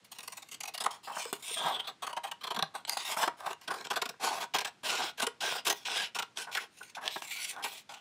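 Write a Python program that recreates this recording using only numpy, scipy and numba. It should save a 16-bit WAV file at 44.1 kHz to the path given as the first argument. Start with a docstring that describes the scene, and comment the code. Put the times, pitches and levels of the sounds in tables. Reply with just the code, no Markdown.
"""Quiet room, stiff folded paper held over a wooden table, scissors at work; one microphone, close by.
First the closing blades tear in quick jerks; from 0.9 s sliding rasps lead, then jerks return from 1.8 s.
Rasps at 2.7 s, more jerks from 3.3 s, the strongest near 5.7 s; after 6.6 s mostly faint rasps and ticks.
Random tiny fibre cracks are heard bare, through ringing sheet and blades, and through the loose flap;
dull knocks, snaps and low thumps fall between, over a short room echo and steady hush."""
import sys
import numpy as np
from scipy import signal
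from scipy.io import wavfile
from numba import njit

SR = 44100
rng = np.random.default_rng(int(sys.argv[2]) if len(sys.argv) > 2 else 0)


def int16_out(signal):
    """Quantize to a 16-bit WAV file."""
    q = np.round(np.clip(np.atleast_2d(signal).T, -1, 1) * 32767)
    wavfile.write(sys.argv[1], SR, q.astype(np.int16))


N = 353064   # samples, 8 s

BEND_PER_S = 4.94   # how often the bending paper changes its colour
PITCH_WANDER = 0.05   # share by which bending detunes each resonance


def from_db(db):
    """Decibels to gain."""
    return 10 ** (np.asarray(db) / 20)


def rms_one(x):
    """Scale to unit rms."""
    return x / np.sqrt(np.mean(x ** 2) + 1e-20)


def drift(rate):
    """Slow chance of spread 1, changing about rate times a second: noise through a two-pole low-pass."""
    step = 20   # samples between drawn points
    r = np.exp(-2 * np.pi * rate * step / SR)
    slow = signal.lfilter([1], [1, -2 * r, r * r], rng.standard_normal(N // 10))
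    slow = rms_one(slow[-N // step:])   # the settled part
    return np.interp(np.arange(N) / step, np.arange(len(slow)), slow)


def coloured(x, spectrum, patchy_db=0, count=11):
    """Band-passes, count to the octave, alternate in sign; each follows the spectrum and wanders in level."""
    hz, db = np.transpose(spectrum)
    edges = hz[0] * 2 ** np.arange(0, np.log2(hz[-1] / hz[0]), 1 / count)
    out = 0
    for k, (low, high) in enumerate(zip(edges, edges[1:])):
        level_db = np.interp(np.log(low * high) / 2, np.log(hz), db)
        gain = from_db(level_db + patchy_db * drift(BEND_PER_S))
        band = signal.butter(2, [low, high], "band", fs=SR, output="sos")
        out = out + (-1) ** k * gain * signal.sosfilt(band, x)
    return out


@njit
def swept(x, pull, r):
    """Each row passes twice through a resonance whose centre moves; pull is the cosine of its turn per sample."""
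    out = x.copy()
    for row in range(x.shape[0]):
        for _ in range(2):
            x1 = x2 = y1 = y2 = 0.
            for i in range(x.shape[1]):
                y = (1 - r * r) / 2 * (out[row, i] - x2) + 2 * r * pull[i] * y1 - r * r * y2
                x2, x1, y2, y1 = x1, out[row, i], y1, y
                out[row, i] = y
    return out


# Balance between the two colourings of sheet and blades: time_s, second_share (0-1)
COLOUR_BALANCE = [(1.9, 0), (4.781, 0.84), (6.3, 1), (6.5, 0.96), (7.599, 0.64)]


def resonant(x, modes, patchy_db):
    """Parallel resonances; their balance shifts over time, level and pitch wander as the paper bends."""
    second_share = np.interp(np.arange(N) / SR, *np.transpose(COLOUR_BALANCE))
    out = 0
    for hz, width, first_db, second_db in modes:
        turn = 2 * np.pi * hz * np.exp(PITCH_WANDER * drift(BEND_PER_S)) / SR
        level_db = first_db + second_share * (second_db - first_db)
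        gain = from_db(level_db + patchy_db * drift(BEND_PER_S))
        ring = swept(x + 1e-18, np.cos(turn), np.exp(-np.pi * width / SR))
        out = out + gain * ring
    return out


# Room and microphone noise, its relative spectrum: pitch_hz, level_db (per Hz)
HUSH_SPECTRUM = [(40, -10), (120, -1), (250, -2), (600, -10), (1500, -10), (4000, -14), (9000, -23),
                 (19000, -55)]
HUSH_DB = -66   # rms, ahead of the microphone


def hush():
    """Steady noise of room and microphone: white noise in coloured bands."""
    return from_db(HUSH_DB) * rms_one(coloured(rng.standard_normal(N), HUSH_SPECTRUM, count=4))


ROOM_T60_S, ROOM_DB, WALL_CUT_HZ = 0.22, -21.5, 8200   # T60 of the bass; treble dies sooner


def room(x):
    """Ten feedback delays, duller on every round, stepped block by block."""
    out, dull = np.zeros(N), np.exp(-2 * np.pi * WALL_CUT_HZ / SR)
    lags = (rng.uniform(.006, .025, 10) * SR).astype(int)
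    for k, lag in enumerate(lags):
        loop, gain, state = x.copy(), from_db(-60 * lag / SR / ROOM_T60_S), [0.]
        for i in range(lag, N, lag):
            back, state = signal.lfilter([gain * (1 - dull)], [1, -dull], loop[i - lag:i], zi=state)
            loop[i:i + lag] += back[:N - i]
        out += (loop - x) * (-1) ** k   # the echoes alone
    return out


# The whole sheet flaps with a low thump: start_s, level_db (envelope peak), pitch_hz
THUMPS = [(1.256, -36, 470), (1.511, -41, 446), (1.649, -47.5, 168.4), (2.574, -39, 214), (2.62, -43, 165),
          (3.274, -34, 356), (3.685, -47, 314), (5.039, -39.5, 355), (5.229, -39, 252), (5.685, -44, 328)]
THUMP_CYCLES = 2.8   # the swell crests after half of these


def thumps():
    """The whole sheet flaps: a few low cycles that swell and die."""
    out = np.zeros(N)
    for start, db, hz in THUMPS:
        turns = np.arange(SR // 8) / SR * hz
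        age = turns / THUMP_CYCLES * 2
        swell = np.e * age * np.exp(-age)   # crest 1
        at = round(start * SR)
        out[at:at + len(turns)] += from_db(db) * swell * np.sin(2 * np.pi * turns)
    return out


CRACKS_PER_S, CRACK_SPREAD_DB = 12000, 3.5


def cracks():
    """Fibres snap at random moments with uneven sizes; rms 1."""
    sizes = from_db(CRACK_SPREAD_DB * np.minimum(rng.exponential(1, N), 5))
    signed = sizes * rng.choice([-1, 1], N)
    return rms_one(signed * (rng.random(N) < CRACKS_PER_S / SR))


def sounded(strength, body, table, patchy_db):
    """A body colours fresh cracks of the given strength, scaled so that steady unit cracks come out at 1."""
    fibres = cracks()
    played, steady = body(np.stack([fibres * strength, fibres]), table, patchy_db)
    return played / np.std(steady)


# The loose flap beside the cut: time_s, pitch_hz, level_db (re crackle and blade strengths together)
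FLAP = [(0.95, 4430, -13), (1.05, 4530, -9), (1.3, 3800, -19.5), (1.75, 3430, -1.5), (2.048, 3800, -20),
        (2.97, 4130, -9.5), (3.12, 2700, -27), (3.72, 4740, -15), (3.9, 4980, -19), (6.53, 2570, -12),
        (6.586, 1200, 9), (6.63, 3440, -25), (7.15, 4070, -6), (7.29, 2230, -8.5), (7.46, 2210, -10.5),
        (7.53, 2880, -30)]
FLAP_WIDTH_HZ = 590   # of each of the two passes


def flap_ring(crackle, blades):
    """The loose flap rings on the cracks at a pitch that moves as it bends."""
    when, hz, db = np.transpose(FLAP)
    t = np.arange(N) / SR
    strength = (crackle + blades) * from_db(np.interp(t, when, db))
    mode = (np.interp(t, when, hz), FLAP_WIDTH_HZ, 0, 0)   # alike in both colourings
    return sounded(strength, resonant, [mode], 2.5)


# Sheet resonances in two colourings: pitch_hz, width_hz (each pass), first_db, second_db
SHEET_MODES = [(228, 360, -14.5, -9), (427.5, 164, -7, 0), (764, 282, -0.5, 4.5), (936, 493, 2.5, 3),
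               (1495, 161, -5.5, 9)]


def sheet_drumming(strength):
    """The cracks drum on the sheet and excite its low resonances."""
    return sounded(strength, resonant, SHEET_MODES, 2.5)


# Blade resonances in two colourings: pitch_hz, width_hz (each pass), first_db, second_db
BLADE_MODES = [(2666, 1130, -6.5, 6.5), (3270, 396, 7.5, 2), (3300, 2460, -21, 10.5), (4860, 460, -35, 6),
               (5290, 740, -17, 4), (7660, 133, -6.5, 2.5), (9550, 340, -12, -8)]


def blade_ring(strength):
    """The cracks ring in the blades at their higher resonances."""
    return sounded(strength, resonant, BLADE_MODES, 1.8)


# Relative spectrum of the bare crackle: pitch_hz, level_db (per Hz)
CRACKLE_SPECTRUM = [(1800, -6.5), (2500, -1), (4000, -6), (6000, -6), (8500, -6), (12000, -13),
                    (19000, -15.5)]


def bare_crackle(strength):
    """The cracks are heard directly, in patches of colour that wander."""
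    return sounded(strength, coloured, CRACKLE_SPECTRUM, 5.0)


# From here, three rows of strength: crackle, sheet, blades.
AFTER_RUSTLE_DB, STROKE_RUSTLE_DB, AFTER_RUSTLE_S = -29.5, -38.5, 0.074   # after a jerk or knock, a stroke


def lingering(strengths, db):
    """Torn fibres go on parting: a faint rustle dies away exponentially."""
    linger = np.exp(-1 / (AFTER_RUSTLE_S * SR))
    return strengths + from_db(db) * signal.lfilter([1 - linger], [1, -linger], strengths)


# Strokes of blades and fingers along the paper: start_s, rise_s (to the turning point), fall_s (from it),
# level_db (crackle at the turning point), rise_db and fall_db (start and end relative to it, positive is
# quieter), sheet_db and blade_db (re crackle)
SLIDES = [(0.037, 0.0099, 0.038, -55.5, 32, 15, -4, -8), (0.11, 0.3, 0.18, -66, -6, 0, -4, -6),
          (0.903, 0.009, 0.099, -46, 5, 30, 6.5, 1.5), (1.029, 0.036, 0.074, -50.5, 2, 13, -8, -3),
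          (1.115, 0.063, 0.15, -43.5, 8, 6.5, -1, -20), (1.331, 0.06, 0.052, -60, -16, -11, -4, -7),
          (1.422, 0.068, 0.28, -38.5, 7.5, 14, -11, -4), (1.561, 0.087, 0.091, -54, 6, 3.5, 19.5, 8),
          (1.718, 0.044, 0.1, -64, 4, 16.5, 24, 24), (1.839, 0.011, 0.1, -68, 0, 17, 24.5, 22.5),
          (2.738, 0.016, 0.097, -49.5, 13, 38, 10, 1.5), (2.9, 0.027, 0.054, -44, 16, 7, 0.5, -26),
          (2.967, 0.012, 0.082, -45, -7, 1, -4, 4.5), (3.044, 0.072, 0.055, -38.5, 8.5, 9, -2, 3.5),
          (3.164, 0.081, 0.034, -39, 1, -1, 2.5, -9), (3.367, 0.12, 0.06, -53, 13.5, 1, 9, 2.5),
          (3.609, 0.022, 0.05, -58, -1.5, 3, -4.5, -14.5), (3.699, 0.0095, 0.14, -48.5, -5, 8.5, 9, -14),
          (4.195, 0.047, 0.22, -38, 18, 18.5, 5.5, 2), (4.83, 0.041, 0.25, -39.5, 9.5, 6, 2, 1),
          (5.403, 0.031, 0.18, -39.5, 6.5, 4.5, -1, -1.5), (5.74, 0.016, 0.12, -56, 5, 6, -10, -10),
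          (5.848, 0.16, 0.096, -43.5, 7.5, 22, 1.5, 5), (6.355, 0.027, 0.086, -43, 24, 12.5, -2, -0.5),
          (6.467, 0.026, 0.044, -69, -1, 5, 22.5, -22), (6.512, 0.055, 0.11, -48.5, 5.5, 11, 1, 1.5),
          (6.7, 0.078, 0.15, -58, 22, 1.5, -16, -29), (6.947, 0.0093, 0.059, -52.5, 3, 25, -6, 4),
          (7.008, 0.056, 0.1, -49, 9.5, 27, 6, 0), (7.101, 0.055, 0.078, -49, 6, 16, -22, 1),
          (7.215, 0.26, 0.045, -41, 8.5, 5, -12, -14), (7.485, 0.018, 0.052, -46.5, 2, -1, -14, -6),
          (7.5, 0.1, 0.056, -69.5, 10, 4, 25, 5), (7.64, 0.016, 0.047, -38, -6, 13, -1, -7),
          (7.68, 0.089, 0.064, -49.5, 0.5, 12, -9, -2), (7.889, 0.012, 0.12, -59.5, -1, 13, 7.5, 10.5)]
STROKE_EDGE_S, STROKE_RELEASE_S = 0.0045, 0.039


def slides():
    """Each stroke starts abruptly, moves through its middle level and lets go; the grain makes it stumble."""
    out = np.zeros((3, N))
    for start, rise, fall, db, rise_db, fall_db, sheet_db, blade_db in SLIDES:
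        end = start + rise + fall
        at = np.arange(round(start * SR), min(round(end * SR), N))
        t = at / SR
        edge = np.clip(np.minimum((t - start) / STROKE_EDGE_S, (end - t) / STROKE_RELEASE_S), 0, 1)
        level_db = np.interp(t, [start, start + rise, end], [db - rise_db, db, db - fall_db])
        out[:, at] += edge * from_db(level_db + np.array([[0], [sheet_db], [blade_db]]))
    out = lingering(out, STROKE_RUSTLE_DB)
    own = np.stack([drift(25.0) for _ in out])   # each body catches the grain a little differently
    grain_db = 1.15 * drift(44) + 0.78 * drift(420) + 2.0 * own
    return out * from_db(grain_db)


# Sharp snaps at the blade edge: start_s, crackle_db, sheet_db, blade_db
SNAPS = [(0.864, -46, -22.5, -45), (1.252, -36, -34, -40), (1.328, -28, -16.5, -48),
         (2.85, -56, -42, -19.5), (2.894, -21.5, -30, -50), (2.97, -50, -26, -37), (3.171, -56, -18, -65),
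         (3.53, -37, -33, -54), (3.87, -42, -29, -31), (5.522, -58, -23.5, -56), (5.883, -57, -28.5, -50),
         (6.373, -57, -41, -31.5), (7.078, -36, -36, -25.5), (7.221, -51, -28.5, -32),
         (7.563, -51, -33, -44)]
SNAP_DECAY_S = 0.0015


def snaps():
    """A snap starts at once and dies within a few milliseconds."""
    out, t = np.zeros((3, N)), np.arange(SR // 30) / SR
    for start, *levels_db in SNAPS:
        at = round(start * SR)
        out[:, at:at + len(t)] += np.outer(from_db(levels_db), np.exp(-t / SNAP_DECAY_S))
    return out


JERK_LEAN, JERK_ROUNDNESS = 0.47, 1.52   # a lean below 1 puts the crest early


def add_burst(out, start, length, strengths):
    """Add one rounded burst that swells fast and stops at its length."""
    share = np.linspace(0, 1, round(length * SR))
    shape = np.abs(np.sin(np.pi * share ** JERK_LEAN)) ** JERK_ROUNDNESS
    at = round(start * SR)
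    out[:, at:at + len(share)] += np.outer(strengths, shape)


# The sheet buckles with a dull knock: start_s, sheet_db, length_s
KNOCKS = [(1.069, -34, 0.023), (1.095, -33, 0.013), (1.109, -35, 0.0095), (1.165, -30, 0.01),
          (1.193, -30.5, 0.0054), (3.226, -25, 0.02), (4.138, -39, 0.0042), (4.438, -25.5, 0.0028),
          (6.803, -47, 0.022), (6.965, -43, 0.043), (7.157, -30, 0.015)]


def knocks():
    """The buckling sheet knocks: bursts that stir the sheet alone."""
    out = np.zeros((3, N))
    for start, db, length in KNOCKS:
        add_burst(out, start, length, from_db(db) * np.array([0, 1, 0]))
    return out


# Jerks of the closing blades: start_s, level_db (crackle peak), length_s
JERKS = [(0.1144, -30.5, 0.024), (0.1838, -24, 0.014), (0.203, -30.5, 0.0088), (0.228, -32, 0.021),
         (0.275, -20.5, 0.013), (0.319, -28, 0.023), (0.368, -28.5, 0.024), (0.42, -32, 0.02),
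         (0.486, -35, 0.011), (0.511, -32.5, 0.039), (0.54, -30.5, 0.017), (0.603, -21, 0.016),
         (0.6316, -23.5, 0.016), (0.652, -28.5, 0.016), (0.674, -25, 0.027), (0.737, -24.5, 0.03),
         (0.776, -21.5, 0.013), (0.801, -21, 0.033), (0.837, -23.5, 0.021), (0.8583, -19.5, 0.012),
         (1.327, -25.5, 0.016), (1.793, -37.5, 0.025), (1.869, -35.5, 0.041), (2.02, -30, 0.048),
         (2.065, -23.5, 0.02), (2.085, -36, 0.042), (2.127, -32, 0.013), (2.164, -28, 0.024),
         (2.233, -30, 0.036), (2.265, -37, 0.035), (2.312, -29, 0.017), (2.408, -43.5, 0.028),
         (2.433, -32, 0.031), (2.466, -33.5, 0.027), (2.503, -28, 0.028), (2.544, -29, 0.014),
         (2.561, -26.5, 0.015), (2.588, -23.5, 0.014), (2.6238, -18.5, 0.0074), (2.871, -31.5, 0.05),
         (3.274, -23, 0.014), (3.401, -38, 0.0095), (3.4593, -32.5, 0.021), (3.505, -33, 0.011),
         (3.675, -28, 0.023), (3.705, -32.5, 0.024), (3.74, -35, 0.013), (3.809, -34.5, 0.0076),
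         (3.8413, -35.5, 0.039), (3.901, -22.5, 0.029), (3.928, -32, 0.027), (3.9574, -24, 0.033),
         (4.0156, -20, 0.018), (4.054, -26, 0.017), (4.0898, -25, 0.014), (4.401, -32.5, 0.065),
         (4.537, -21.5, 0.036), (4.561, -28.5, 0.022), (4.583, -21, 0.016), (4.604, -27, 0.026),
         (4.6455, -25, 0.022), (4.666, -33.5, 0.031), (5.173, -31.5, 0.08), (5.198, -21, 0.011),
         (5.216, -20, 0.039), (5.266, -15, 0.012), (5.6476, -22, 0.048), (5.665, -14.5, 0.034),
         (5.6954, -12, 0.028), (5.724, -16, 0.0088), (6.1457, -27.5, 0.043), (6.186, -21, 0.023),
         (6.222, -26, 0.014), (6.549, -27, 0.013), (6.57, -25, 0.0096), (6.77, -51, 0.027),
         (6.827, -39.5, 0.019), (7.056, -40, 0.0074), (6.895, -43, 0.017), (7.306, -36, 0.042),
         (7.595, -51, 0.009), (7.624, -32, 0.022), (7.637, -26, 0.017), (7.939, -39.5, 0.013)]
# What the bodies take up of a jerk as the grip changes: time_s, sheet_db, blade_db (re crackle)
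UPTAKE = [(0.1, -18, -47), (0.55, -19.5, -39), (0.62, -20, -26.5), (0.79, -15, -17), (0.86, -2.5, -12),
          (1.33, -8, -37), (1.8, -1, 4.5), (2.06, -7, -12), (2.438, -4, -1.5), (2.63, 4.5, -4.5),
          (2.86, -13, -9), (3.3, 1.5, -10.5), (3.7, -5, -9.5), (4.65, -8, -10.5), (5.2, -12, -18.5),
          (5.72, -18.5, -26), (6.15, -12.5, -15.5), (6.566, -12.5, -16), (7.64, -51, -8)]
CREST_DB = 14.5   # taken from a crackle peak to give its strength


def jerks():
    """Each jerk swells fast and stops when the blades stick again."""
    out = np.zeros((3, N))
    when, sheet_db, blade_db = np.transpose(UPTAKE)
    for start, db, length in JERKS:
        uptake_db = np.array([-CREST_DB, np.interp(start, when, sheet_db), np.interp(start, when, blade_db)])
        add_burst(out, start, length, from_db(db + uptake_db))
    return out


JERK_STUMBLE_DB, SHEET_LAG_S = 0.92, 0.004


def jerks_and_knocks():
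    """Bursts leave a rustle and stumble as the tear catches; the sheet takes them up and lets go later."""
    out = lingering(jerks() + knocks(), AFTER_RUSTLE_DB)
    out *= from_db(JERK_STUMBLE_DB * drift(170))
    keep = np.exp(-1 / (SHEET_LAG_S * SR))
    out[1] = signal.lfilter([1 - keep], [1, -keep], out[1])
    return out


def cutting():
    """Slides, jerks, knocks and snaps set how hard fibres crack; each body colours cracks in its own way."""
    crackle, sheet, blades = slides() + jerks_and_knocks() + snaps()
    bodies = flap_ring(crackle, blades) + sheet_drumming(sheet) + blade_ring(blades)
    return bodies + bare_crackle(crackle)


def scene():
    """The cut, its echo and the room's hush, alike in both channels."""
    cut = cutting() + thumps()
    return np.tile(cut + from_db(ROOM_DB) * room(cut) + hush(), (2, 1))


MIC_LOW_HZ, CUTOFF_HZ = 104, 16300   # the top is 70 dB down from CUTOFF_HZ up


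def record(dry):
    """The microphone drops the bass; a steep low-pass cuts the top."""
    thin = signal.sosfilt(signal.butter(2, MIC_LOW_HZ, "high", fs=SR, output="sos"), dry)
    return signal.sosfilt(signal.cheby2(16, 70, CUTOFF_HZ, fs=SR, output="sos"), thin)


dry = scene()
out = record(dry)
int16_out(out)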